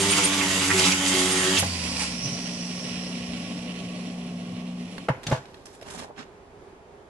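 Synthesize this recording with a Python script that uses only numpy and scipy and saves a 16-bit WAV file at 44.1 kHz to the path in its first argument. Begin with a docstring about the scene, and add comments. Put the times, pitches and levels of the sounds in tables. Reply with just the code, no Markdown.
"""Rotary handpiece on a silver chain

An abrasive roll runs over a silver chain at a wooden bench, close by: grit rasps in filtered impact noise,
the roll throbs in sines locked to the shaft angle, and the metal squeals in a wandering sine.
The spindle then coasts down on hissing bearings (noise whose level follows the speed) over a two-tone motor hum.
The hum stops, knocks ring the bench as decaying modes, something scuffs on it, the chain ticks and a hand
brushes past in a quiet workshop."""
import sys
import numpy as np
from scipy import signal
from scipy.fft import rfft, irfft, next_fast_len
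from scipy.io import wavfile
from scipy.ndimage import uniform_filter1d

SR = 44100
rng = np.random.default_rng(int(sys.argv[2]) if len(sys.argv) > 2 else 0)


def log_audio(samples):
    """Write samples as a 16-bit WAV file to the path given in sys.argv[1]."""
    # one column per channel
    frames = np.atleast_2d(samples).T
    # limit to full scale, then quantise
    limited = np.clip(frames, -1, 1)
    pcm = np.round(limited * 32767).astype(np.int16)
    wavfile.write(sys.argv[1], SR, pcm)


N = 312713
T = np.arange(N) / SR

# the roll leaves the piece; the bearings and the hum end
LIFT_S, STOP_S = 1.6, 5.04
# spindle under power, sagging as the roll bears on the chain: t/s, rotation f/Hz
DRIVE = [(0.0, 99.86), (0.2, 99.4), (0.226, 97.55), (0.672, 93.67), (0.712, 97.04), (0.784, 93.84),
         (1.412, 93.2), (1.572, 95.1), (1.6, 94)]
# the roll judders on the links: t/s, length/s, rise of the 4th multiple of the turn/dB, change of the 3rd/dB
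JUDDERS = [(0, 0.12, 11, -2), (0.227, 0.014, 8, -7), (0.747, 0.1, 13.5, -8), (1.148, 0.13, 13.5, 0.5),
           (1.307, 0.25, 10.5, -2)]
JUDDER_FADE_S = 0.024
CHATTER_SHARE = 1  # share of each change in pressing that reaches chatter, overtones and links
RATTLE_LAW = (-38, 0.72)  # level at full speed in dB, power of the speed that the amplitude follows


def undb(db):
    """Amplitude ratio from a level: 20 dB is a factor of ten."""
    return 10 ** (np.asarray(db) / 20)


def curves(rows):
    """Linear interpolation in time of each column after the first."""
    s, *columns = np.transpose(rows)
    return [np.interp(T, s, c) for c in columns]


def between(start, end, fade):
    """Gating: fully open from start to end, with linear slopes outside."""
    return np.clip((T - start) / fade + 1, 0, 1) * np.clip((end - T) / fade + 1, 0, 1)


def noise():
    """White noise: independent Gaussian samples."""
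    return rng.standard_normal(N)


def walk(rate):
    """Band-limited chance: random steps at a rate in Hz, smoothed twice and scaled to a spread of 1."""
    k = max(int(SR / rate), 1)
    steps = np.repeat(rng.standard_normal(N // k + 1), k)
    smooth = uniform_filter1d(uniform_filter1d(steps, k), k)[:N]
    return smooth / smooth.std()


def colour(x, points, size=4096):
    """Minimum-phase filtering: a folded cepstrum makes the outline (f/Hz, level/dB) causal."""
    hz, db = np.transpose(points)
    f = np.maximum(np.arange(size // 2 + 1) * SR / size, 1)
    cepstrum = irfft(np.log(undb(np.interp(np.log(f), np.log(hz), db))))
    cepstrum[1:size // 2] *= 2
    cepstrum[size // 2 + 1:] = 0
    response = irfft(np.exp(rfft(cepstrum)))
    return signal.oaconvolve(x, response)[:N]


def unit(x, above=0):
    """Parseval's theorem: scale so that the part above a frequency in Hz has rms 1."""
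    size = next_fast_len(N)
    power = np.abs(rfft(x, size)[int(above * size / SR):]) ** 2
    return x / np.sqrt(2 * power.sum() / size / N)


def grit(rate, scatter_db):
    """Shot noise: random impacts, rate per second, of very unequal size."""
    hits = rng.random(N) < rate / SR
    size_db = scatter_db * np.minimum(rng.exponential(size=N), 5)
    return unit(hits * noise() * undb(size_db))


def fall(start, t60, rise=1e-5):
    """Exponential decay by 60 dB in t60 seconds after a quick rise at start."""
    decay = np.exp(-np.log(1000) * np.clip(T - start, 0, 4 * t60) / t60)
    return np.clip((T - start) / rise + .5, 0, 1) * decay


def held(start, length, attack, t60):
    """Exponential release: full from start for a length in s, after a squared rise that ends at start."""
    release = np.exp(-np.log(1000) * np.maximum(T - start - length, 0) / t60)
    return np.clip((T - start) / attack + 1, 0, 1) ** 2 * release


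def swell(start, length):
    """Raised-sine window: one rounded rise and fall."""
    return np.sin(np.pi * np.clip((T - start) / length, 0, 1)) ** 2


def swells(rows):
    """Superposition of rounded changes: t/s, length/s, height/dB."""
    return sum(height * swell(s, length) for s, length, height in rows)


def bursts(rows, width):
    """Ring modulation: slow noise times a tone is a band whose width is a share of its centre frequency."""
    total = 0
    for s, length, hz, db in rows:
        band = walk(hz * width) * np.sqrt(2) * np.sin(2 * np.pi * hz * T)
        total = total + undb(db) * swell(s, length) * band
    return total


def spread(x, width, lean, t60, size=16384):
    """Mid-side stereo: diffuse reflections form the side signal, and level differences lean it to one ear.

    width: f/Hz, side against mid level/dB; lean: f/Hz, left minus right level/dB."""
    spray = rng.standard_normal(size) * fall(0, t60)[:size]
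    side = colour(signal.oaconvolve(x, spray / np.linalg.norm(spray))[:N], width)
    length = next_fast_len(N + size)
    spectrum = rfft(x, length)
    hz, db = np.transpose(lean)
    f = np.arange(len(spectrum)) * SR / length
    ratio = undb(np.interp(np.log1p(f), np.log(hz), db))
    side = side + irfft(spectrum * (ratio - 1) / (ratio + 1), length)[:N]
    return np.array([x + side, x - side])


def from_right(pair):
    """Interaural delay: sound from the right reaches the left ear three samples later."""
    return np.array([np.interp(T - 3 / SR, T, pair[0]), pair[1]])


def speed():
    """Braked rotation in turns per second: driven, then slowed by viscous drag and dry friction."""
    drag_per_s, friction_hz_per_s = 0.52, 6.5
    driven, = curves(DRIVE)
    brake = friction_hz_per_s / drag_per_s
    coasting = np.exp(-drag_per_s * np.maximum(T - LIFT_S, 0))
    return np.maximum((driven + brake) * coasting - brake, 1)


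def with_speed(db, power):
    """Power law: level in dB of a part whose amplitude follows a power of the coasting speed."""
    return db + power * 20 * np.log10(np.minimum(speed() / DRIVE[-1][1], 1))


def sings(hz, width_hz, rise_db):
    """Resonance: rise in dB as the spindle passes a critical speed in turns per second."""
    return rise_db * np.exp(-((speed() - hz) / width_hz) ** 2)


def shaft_angle():
    """Phase as integrated speed: spindle angle in radians, fluttering more under load."""
    flutter = .002 * walk(40) + .005 * walk(16) * between(0, LIFT_S, .05)
    return 2 * np.pi * np.cumsum(speed() * (1 + flutter)) / SR


def roll(angle):
    """Forced vibration: an out-of-round roll shakes once a turn and, in contact, beats at multiples of it."""
    # the roll skips over the chain and shakes more: t/s, length/s, rise/dB
    skips = [(-.2, 0.49, 7), (.4, 0.64, 7), (.67, .13, 3.5)]
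    second_db, third_db, fourth_db = -34, -29.5, -40  # multiples of the turn
    contact = between(0, LIFT_S - .03, 0.025)
    for s, length, rise_db, change_db in JUDDERS:
        gate = between(s, s + length, JUDDER_FADE_S)
        third_db = third_db + change_db * gate
        fourth_db = fourth_db + rise_db * gate
    beats = 0
    for k, db in enumerate((second_db, third_db, fourth_db), 2):
        tone = np.sin(k * angle + rng.uniform(0, 2 * np.pi))
        beats = beats + undb(db + 2.0 * walk(30.15)) * tone
    # the piece holds the shake down; once free, it dies with the speed and settles
    loaded = undb(-41.5 + swells(skips) + walk(9.1))
    free = undb(with_speed(-29, power=5.9)) * between(0, 2.23, .05)
    return (loaded * contact + free * (1 - contact)) * np.sin(angle) + beats * contact


def surface(angle, life, size=440):
    """Cyclic memory: the grit pattern returns every turn and wears into a new one over a life in turns."""
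    turns = angle / (2 * np.pi)
    keep = np.exp(-1 / life)
    fresh = rng.standard_normal((int(turns[-1]) + 60, size))
    worn = signal.lfilter([np.sqrt(1 - keep ** 2)], [1, -keep], fresh, axis=0)
    pattern = worn[50:].ravel()
    return unit(np.interp(turns * size, np.arange(len(pattern)), pattern))


def overtones(angle):
    """Harmonic series: upper multiples of the turn buzz in the chain, the lowest growling up in a judder."""
    # sharper bumps of the roll: multiple of the turn, level/dB
    harmonics = [(5, -46), (6, -50), (7, -47), (8, -52), (9, -46), (10, -47), (11, -48), (12, -44),
                 (14, -47), (20, -45), (23, -46)]
    judder_db = 3.5 * sum(between(s, s + length, JUDDER_FADE_S) for s, length, _, _ in JUDDERS)
    total = 0
    for k, db in harmonics:
        gain = undb(db + judder_db * (k < 9) + 2.5 * walk(14))
        total = total + gain * np.sin(k * angle + .5 * walk(30) + rng.uniform(0, 2 * np.pi))
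    return total


def links():
    """Driven resonance: scraped links sound as noise bands that drift and flare as the roll travels and bites."""
    # resonances of the links under the roll: f/Hz, modulating noise rate/Hz, level/dB
    resonances = [(2150, 500, -35.5), (3073, 800, -35), (7060, 960, -41.5)]
    total = 0
    for hz, width, db in resonances:
        drifting_hz = hz * (1 + .08 * walk(7))
        tone = np.sin(2 * np.pi * np.cumsum(drifting_hz) / SR)
        total = total + undb(db + 1.5 * walk(34.9)) * walk(width) * tone
    return total


def grinding(angle):
    """Abrasion noise: grit cuts hardest once a turn in flickering bands, and bumps that return buzz."""
    # the hand presses harder, or eases off: t/s, length/s, change/dB
    presses = [(-.1, 0.29, 2), (.15, 0.083, 3), (.745, 0.1, 3.5), (.79, 0.16, 3.5), (.94, 0.064, -3.5),
               (1.45, 0.06, 1.5)]
    # outline of the rasp: f/Hz, level/dB
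    rasp_outline = [(880, -24), (1500, -2.5), (1580, -18.5), (2050, -1.5), (2460, -0.5), (3010, 3),
                    (4370, -4), (4730, -1), (5480, -4.5), (6880, -1), (8250, -5.5), (9080, -7),
                    (11200, -11), (12000, -14.5), (15600, -33.5), (22000, -120)]
    # answer of chain and fingers to the roll's bumps: f/Hz, level/dB
    buzz_outline = [(380, -36.5), (480, 4), (600, 3), (660, 2), (740, -8.5), (840, 5.5), (1000, -3.5),
                    (1130, 3.5), (1300, 0), (1550, -8.5), (1900, -1.5), (2600, -16), (5000, -37.5)]
    # outline of the scrubbing chatter: f/Hz, level/dB
    chatter_outline = [(29, -38), (50, -23), (81, -12.5), (128, -14.5), (183, -1), (234, -12.5),
                       (290, -4.5), (329, -9), (522, -15.5), (760, -14.5), (1000, -11.5), (2000, -13.5),
                       (2600, -33.5), (4400, -120)]
    base_rasp_db, base_chatter_db = -27, -34
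    effort_db = swells(presses)
    rasp_db = base_rasp_db + effort_db + .7 * walk(21.96)
    chatter_db = base_chatter_db + CHATTER_SHARE * effort_db + walk(30)

    press = unit(undb(.5 * np.cos(angle) + .8 * walk(70)))
    snags = undb(-8) * grit(300, 1.6)
    impacts = grit(9000, 0.95) + snags + undb(-1.5) * surface(angle, life=3.7)
    cuts = colour(impacts * press, rasp_outline)
    # below and above 4300 Hz the rasp flickers independently
    coarse = signal.sosfiltfilt(signal.butter(2, 4300, fs=SR, output="sos"), cuts)
    rasp = coarse * undb(1.1 * walk(44.83)) + (cuts - coarse) * undb(1.5 + 1.1 * walk(44.67))
    buzz = colour(surface(angle, life=7.3), buzz_outline)
    contact = between(0, LIFT_S - .015, 0.037)
    # rms 1 while in contact
    rasp, buzz = (v / np.sqrt(np.average(v ** 2, weights=contact)) for v in (rasp, buzz))
    scrub = unit(colour(noise() * press, chatter_outline), above=450)

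    # the roll still brushes the chain as it comes away
    graze = rasp * undb(base_rasp_db - 8) * fall(LIFT_S, t60=1.2, rise=.02)
    singing = (overtones(angle) + links()) * undb(CHATTER_SHARE * effort_db)
    chatter = (undb(-4.0 + 0.74 * walk(17.99)) * buzz + undb(-2.0) * scrub) * undb(chatter_db)
    return graze + (singing + rasp * undb(rasp_db) + chatter) * contact


def squeal():
    """Stick-slip friction excites one high mode of the silver; the tone swells, wanders and stutters."""
    # two spells, each a curve ahead of the common trim: t/s, level/dB
    spells = [
        [(0.0, -32.5), (0.03, -29.5), (0.064, -52), (0.114, -23), (0.144, -41.5), (0.194, -36), (0.22, -57),
         (0.242, -26), (0.258, -26), (0.28, -62)],
        [(1.06, -47), (1.086, -40), (1.16, -44), (1.178, -36.5), (1.246, -42), (1.274, -34), (1.336, -33),
         (1.364, -45), (1.382, -30.5), (1.52, -48)],
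    ]
    hz = 8860 + 22 * walk(18) + 42 * walk(450)
    strength = sum(undb(curves(rows)[0]) * between(rows[0][0], rows[-1][0], .02) for rows in spells)
    throb = undb(-0.5 + 2 * walk(130))  # trim and throb in dB
    return np.sqrt(2) * strength * throb * np.sin(2 * np.pi * np.cumsum(hz) / SR)


def hum():
    """Motor tones: the lower swells off load and sags as the upper, heard only off load, stops."""
    lower_hz, upper_hz = 179.1, 240.8
    loaded_db, free_db, upper_db, sag_db = -40, -36.5, -41, -6
    swell_s, upper_end_s, release_s = 0.87, 4.85, 0.031
    free = np.clip((T - LIFT_S) / swell_s, 0, 1)
    running = between(0, upper_end_s, release_s)
    lower_db = loaded_db + (free_db - loaded_db) * free + sag_db * (1 - running)
    lower = undb(lower_db) * between(0, STOP_S, release_s)
    upper = undb(upper_db) * np.sqrt(free) * running
    total = 0
    for hz, gain in ((lower_hz, lower), (upper_hz, upper)):
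        phase = 2 * np.pi * np.cumsum(hz * (1 + .004 * walk(12))) / SR
        total = total + gain * undb(.9 * walk(18)) * np.sin(phase)
    return np.sqrt(2) * total


def workshop():
    """Diffuse background noise: quiet room air with the soft, blurred drone of a fan."""
    # outline of the room air: f/Hz, level/dB
    air_outline = [(15, -38), (25, -14.5), (59, -10.5), (93, -12), (323, -13), (407, -3), (451, -12),
                   (861, -16), (1300, -23.5), (1480, -25.5), (12000, -50), (15600, -81.5), (22000, -120)]
    air = unit(colour(noise(), air_outline)) * undb(-49.46 + 1.0 * walk(11.0))
    fan = undb(-64) * walk(30) * np.sin(2 * np.pi * 404 * T)
    return air + fan


def catches():
    """Resonant scraping: where the roll snags on a link, a noise band swells briefly."""
    # t/s, length/s, scrape f/Hz, level/dB
    snag_rows = [(.119, 0.026, 2740, -22.5), (.175, 0.056, 2500, -33), (.165, 0.089, 6000, -30),
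                 (.395, 0.038, 2405, -27), (.688, 0.048, 1897, -22.5), (.175, 0.037, 1098, -30),
                 (.695, 0.035, 1202, -32.5), (.775, 0.041, 5000, -27), (.8, 0.085, 3370, -27),
                 (.835, 0.052, 5630, -26), (.905, 0.044, 2503, -25.5), (.912, .024, 5870, -24.5),
                 (1.07, 0.035, 7220, -26), (1.558, 0.037, 3153, -23.5), (1.57, 0.028, 5860, -25),
                 (1.579, 0.04, 10000, -25)]
    return bursts(snag_rows, width=.8)


def whirr():
    """Moving resonance: an airy band of the coasting bearings climbs, flares and sinks, fluttering."""
    # t/s, centre f/Hz, level/dB
    path = [(1.66, 4800, -41), (1.72, 4700, -35.5), (1.82, 4850, -44), (1.9, 4900, -47),
            (2.17, 5400, -40.5), (2.27, 5800, -39), (2.41, 5700, -45), (2.66, 5600, -44.5),
            (2.88, 5500, -42), (3.05, 5400, -47.5), (3.601, 5300, -56)]
    hz, db = curves(path)
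    band = np.sqrt(2) * walk(1100) * np.sin(2 * np.pi * np.cumsum(hz) / SR)
    return band * undb(db + 1.5 * walk(39.67)) * between(path[0][0], path[-1][0], 0.12)


def bearings(angle):
    """Rolling-contact noise: balls rattle round their races in pulses that slow and soften with the speed."""
    # the coasting noise swells for a moment: t/s, length/s, rise/dB
    rubs = [(1.618, 0.41, 2.5), (1.946, 0.13, 11.5), (4.72, 0.47, 8)]
    # outlines of the four parts: f/Hz, level/dB
    rattle_outline = [(760, -35.5), (1300, -6.5), (1410, -5.5), (1530, -11), (1790, -5), (1980, 2.5),
                      (2170, -2), (2350, 3.5), (2930, 6.5), (3460, -0.5), (4600, -5), (5980, -51),
                      (10100, -120)]
    ring_outline = [(3400, -22.5), (4300, 0), (5100, 3.5), (5700, 1), (6200, 0), (6700, -7), (7500, -35.5)]
    hiss_outline = [(5500, -6), (7000, 9), (7800, 6), (8700, 5), (10300, 5.5), (11500, -9), (12200, -73)]
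    rumble_outline = [(25, -13), (55, -7), (110, 7.5), (160, 9), (280, 12.5), (350, -2), (520, 3.5),
                      (720, 2), (950, -17.5), (1130, -0.5), (1350, -63), (2000, -38)]
    rub_share = 0.57  # of a swell's rise in rattle and ring; the hiss takes all of it
    rub_db = sum(db * np.sqrt(swell(s, length)) for s, length, db in rubs)
    rattle_db = with_speed(*RATTLE_LAW) + rub_share * rub_db
    ring_db = with_speed(-39.5, power=0.96) + rub_share * rub_db
    hiss_db = with_speed(-43.5, power=1.01) + rub_db
    shake_db = sings(hz=26, width_hz=12, rise_db=2.13)

    turn = unit(undb(1.0 * np.cos(angle) + 0.72 * walk(45)))
    balls = grit(11000, 0.32) * turn
    rattle = unit(colour(balls, rattle_outline)) * undb(rattle_db + shake_db + 1.3 * walk(50))
    ring_gain = undb(ring_db + sings(hz=60, width_hz=23, rise_db=3.4))
    ring = unit(colour(balls, ring_outline)) * ring_gain
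    hiss = unit(colour(balls, hiss_outline)) * undb(hiss_db)
    rumble_gain = undb(with_speed(-44.5, power=0.21) + shake_db)
    rumble = unit(colour(noise() * turn, rumble_outline), above=304) * rumble_gain
    # the roll stirs the air, fading with the hiss
    stirred = colour(noise() * turn, [(400, -34.0), (800, 9.5), (1100, 10.0), (1300, -10.0), (1700, -10),
                                      (2400, -2), (5000, -28)])
    swish = unit(stirred) * undb(hiss_db - 5)
    # the motor's twelve slots whine faintly while it is still fast
    whine_gain = undb(-9 + with_speed(*RATTLE_LAW) + 3 * walk(25)) * between(1.65, 1.85, .4)
    whine = whine_gain * np.sin(12 * angle + .6 * walk(60))
    return (rattle + ring + hiss + rumble + swish + whine + whirr()) * between(1.58, STOP_S, 0.1)


def knocks(size=16384):
    """Modal impact: weight drives the low bench modes and clack the upper, with contact noise and a room tail."""
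    # blows: t/s, thump level/dB, wooden clack level/dB (of the modes), dry crack level/dB, hard edge level/dB
    blows = [(1.626, -28.5, -22, -32, -46), (5.0861, -48, -19, -18.5, -39), (5.0928, -30, -22.5, -23, -50),
             (5.1, -20, -28, -35, -60), (5.268, -28.5, -47, -40, -26), (5.287, -27, -41, -48, -51),
             (5.311, -26, -33, -40, -48), (5.3154, -30, -22, -25, -38), (5.3235, -16.5, -20.5, -26, -34),
             (5.347, -46, -26, -40, -56), (5.374, -44, -34, -43, -48)]
    # bench modes: f/Hz, level/dB, t60/s
    bench_modes = [(92, -22, 0.39), (126.3, -3, 0.17), (138.7, -1, 0.13), (246, -28, 0.17),
                   (519, -7, 0.091), (645, -7.5, 0.09), (839, -9.5, 0.15), (886, -15, 0.14),
                   (975, -13, 0.17), (1146, -11, 0.08), (1540, -24, 0.11), (1624, -12, 0.06),
                   (2200, -25, 0.16), (2920, -22, 0.07)]
    # outline of the clack noise: f/Hz, level/dB
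    clack_outline = [(30, -26), (90, -14), (150, -1.5), (250, 0), (334, -14), (504, 2), (848, -1),
                     (1260, -10), (1570, -7.5), (1770, -9), (2150, -20), (2370, -28), (2640, -20),
                     (4190, -45), (4500, -33), (5850, -49), (9900, -120)]
    clack_t60, edge_t60, crack_t60, tail_t60, rise = 0.065, 0.038, 0.022, 0.49, .004  # s
    thump_below_hz, contact_s, spot_detune = 300, .0012, .04
    # something scuffs on the bench between the blows and as it settles
    scuff_swell = swell(5.222, .175)
    scuff = np.sqrt(scuff_swell) * undb(2.8 * walk(120))
    # powers of the noise parts add up
    clack = (undb(-35.5) * scuff * scuff_swell) ** 2
    edge = (undb(-45.5) * scuff) ** 2
    crack, body = 0, np.zeros(N)

    hz, db, t60 = np.transpose(bench_modes)[:, :, None]
    low = hz < thump_below_hz
    decay = undb(db - 60 * T[:size] / t60) * np.minimum(T[:size] / contact_s, 1)
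    spots = rng.uniform(-0.92, 1, (len(blows), 2, len(bench_modes), 1))
    for (s, thump_db, clack_db, crack_db, edge_db), spot in zip(blows, spots):
        # each blow lands on a new spot, which changes the upper modes
        phase, detune = np.where(low, 0, spot)
        mode_hz = hz * (1 + spot_detune * detune)
        tones = np.cos(2 * np.pi * mode_hz * T[:size] + np.pi * phase)
        modes = undb(np.where(low, thump_db, clack_db)) * decay * tones
        first = int(s * SR)
        body[first:first + size] += modes.sum(axis=0)
        tail = undb(-20) * fall(s, tail_t60, rise)
        # clack noise lies 4 dB under the drive of the modes
        clack = clack + (undb(clack_db - 4) * (fall(s, clack_t60, rise) + tail)) ** 2
        edge = edge + (undb(edge_db) * (fall(s, edge_t60, rise) + tail)) ** 2
        crack = crack + (undb(crack_db) * (fall(s, crack_t60, rise) + tail)) ** 2
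    wooden = unit(colour(noise(), clack_outline))
    hard = unit(colour(noise(), [(1200, -5.5), (2800, 2.0), (4300, 0.5), (6500, -3.5), (8500, -11.0),
                                 (12000, -19)]))
    dull = unit(colour(noise(), [(100, -5), (600, 4.5), (1200, -3), (1900, -4.0), (2900, -10.0),
                                 (3800, -27), (8000, -36)]))
    return body + np.sqrt(clack) * wooden + np.sqrt(edge) * hard + np.sqrt(crack) * dull


def bumps():
    """Narrow-band impulses: dull bumps as the hands change grip."""
    # t/s, length/s, centre f/Hz, level/dB
    grip_rows = [(2.16, 0.24, 133, -38.5), (3.14, 0.28, 74.5, -46), (4.45, 0.14, 110, -44.5),
                 (5.817, 0.015, 600, -42.5), (5.85, 0.23, 207.3, -48), (6.01, .08, 650, -51),
                 (6.088, 0.0079, 301, -39), (6.096, .01, 503, -39)]
    return bursts(grip_rows, width=0.56)


def chain():
    """Decaying noise bands: links tick, two onsets roughen the start of the bench scuff, and a faint bed patters."""
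    # links tick, and the rows at 5.2325 and 5.238 s mark the rough start of the scuff on the bench:
    # t/s, mids level/dB, treble level/dB
    contact_rows = [(4.981, -31, -49), (5.2325, -38, -44), (5.238, -40, -45), (5.3005, -49, -34.5),
                    (5.456, -42, -58), (5.543, -41, -53), (5.6566, -41.5, -36.5), (5.667, -44, -47),
                    (5.813, -42.5, -47), (5.822, -46, -52), (5.827, -42, -47)]
    rise = 0.001
    mids, highs = 0, 0
    for s, mid_db, high_db in contact_rows:
        ring = fall(s, 0.013, rise) + undb(-21) * fall(s, 0.4, rise)  # contact and room tail
        mids = mids + undb(mid_db) * ring
        highs = highs + undb(high_db) * ring
    dull = unit(colour(noise(), [(700, 2), (1700, 1.5), (4200, -3), (6000, -19)]))
    bright = unit(colour(noise(), [(3500, -16.0), (5500, 2), (9000, -4), (12000, -8)]))
    patter = unit(colour(grit(2500, 1), [(1000, -21), (4000, 1), (11000, -9)]))
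    faint = patter * undb(-67) * between(3.0, 5.8, .1)
    return mids * dull + highs * bright + faint


def hand():
    """Friction noise: strokes of dense fine impacts in a soft and a bright band, over a dull shuffle."""
    # t/s, length/s, soft brushing level/dB, bright hiss level/dB
    stroke_rows = [(5.736, 0.015, -65, -57), (5.868, 0.018, -49.5, -55), (5.905, 0.084, -53, -49.5),
                   (5.985, 0.044, -48.5, -57), (6.178, 0.032, -46.5, -64)]
    # outline of the soft brushing: f/Hz, level/dB
    brush_outline = [(35, -52), (60, -9), (208, -3.5), (248, 0), (290, -2), (338, -13), (386, -31),
                     (602, -11), (1780, -9), (2080, -13), (2780, -14), (7050, -23.5), (12000, -56),
                     (15600, -56), (22000, -120)]
    soft_gain, bright_gain = 0, 0
    for s, length, soft_db, bright_db in stroke_rows:
        stroke = held(s, length, attack=0.028, t60=0.19)
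        soft_gain = soft_gain + stroke * undb(soft_db)
        bright_gain = bright_gain + stroke * undb(bright_db)
    drag = undb(2 * walk(260) + 1.2 * walk(60))
    brushed = colour(colour(grit(8000, 1.8), brush_outline), [(4500, -10), (7000, -9.5)])
    soft = unit(brushed, above=1000) * soft_gain
    hissed = colour(grit(8000, 1.3), [(4000, -8.0), (6500, -2.0), (8500, -3), (11000, -6.0), (12000, -19)])
    bright = unit(hissed) * bright_gain
    shuffled = colour(grit(494, 1.2), [(60, -15), (200, 2.0), (900, 9), (1600, -15), (4000, -47)])
    shuffle = unit(shuffled) * undb(-48.5) * between(5.86, 6.11, 0.027)
    return drag * (soft + bright) + shuffle


def scene():
    """Superposition in stereo: tool, chain and hand to the right, bench in front, room all round."""
    # width of each source: f/Hz, side against mid level/dB
    grind_width = [(60, -19), (110, -25), (190, -40), (350, -24), (620, -11), (1120, -5), (2000, -2.5),
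                   (3590, -3.5), (6450, -1.5), (11600, -2)]
    spin_width = [(60, -7), (110, -35), (190, -52), (350, -47), (620, -12), (1120, -4.5), (2000, -2.5),
                  (3590, -8), (6450, -2), (11600, -3)]
    room_width = [(60, -11.5), (110, -10.5), (190, -27), (350, -16), (620, -4), (1120, -1.5), (2000, 1),
                  (3590, -2), (6450, 1.5), (11600, -0.5)]
    # lean of each source: f/Hz, left minus right level/dB
    grind_lean = [(60, -1), (110, 0), (190, 0), (350, 0), (620, -.5), (1120, -1), (2000, -8.5), (3590, -6),
                  (6450, -3.5), (11600, -4.5)]
    spin_lean = [(1120, 2.5), (2000, -12), (3590, -10), (6450, -5.5), (11600, -10.5)]
    room_lean = [(60, -2), (110, -7.5), (190, 2.5), (350, -4.5), (620, -0.5), (1120, -3), (2000, -4),
                 (3590, -2), (6450, 0.5), (11600, 0)]
    angle = shaft_angle()
    work = spread(grinding(angle) + catches() + squeal(), grind_width, grind_lean, t60=0.25)
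    spin = from_right(spread(bearings(angle), spin_width, spin_lean, t60=0.38) + hum())
    bench = spread(knocks(), [(120, -54), (500, -14), (1500, -4.0), (6000, 0.0)],
                   [(200, -0.12), (1000, 0), (5000, -1)], t60=0.11)
    near = spread(chain() + hand(), [(80, -4), (400, -3), (1500, 0.5), (6000, -0.5)],
                  [(100, -21), (500, -9), (1800, -6), (8000, -7)], t60=0.037)
    room = spread(workshop(), room_width, room_lean, t60=.4)
    # roll and bumps reach both ears alike
    return roll(angle) + bumps() + work + spin + bench + near + room


def record(dry):
    """Elliptic low-pass: the top is cut steeply above 11650 Hz."""
    return signal.sosfilt(signal.ellip(10, .2, 80, 11650, fs=SR, output="sos"), dry)


dry = scene()
out = record(dry)
log_audio(out)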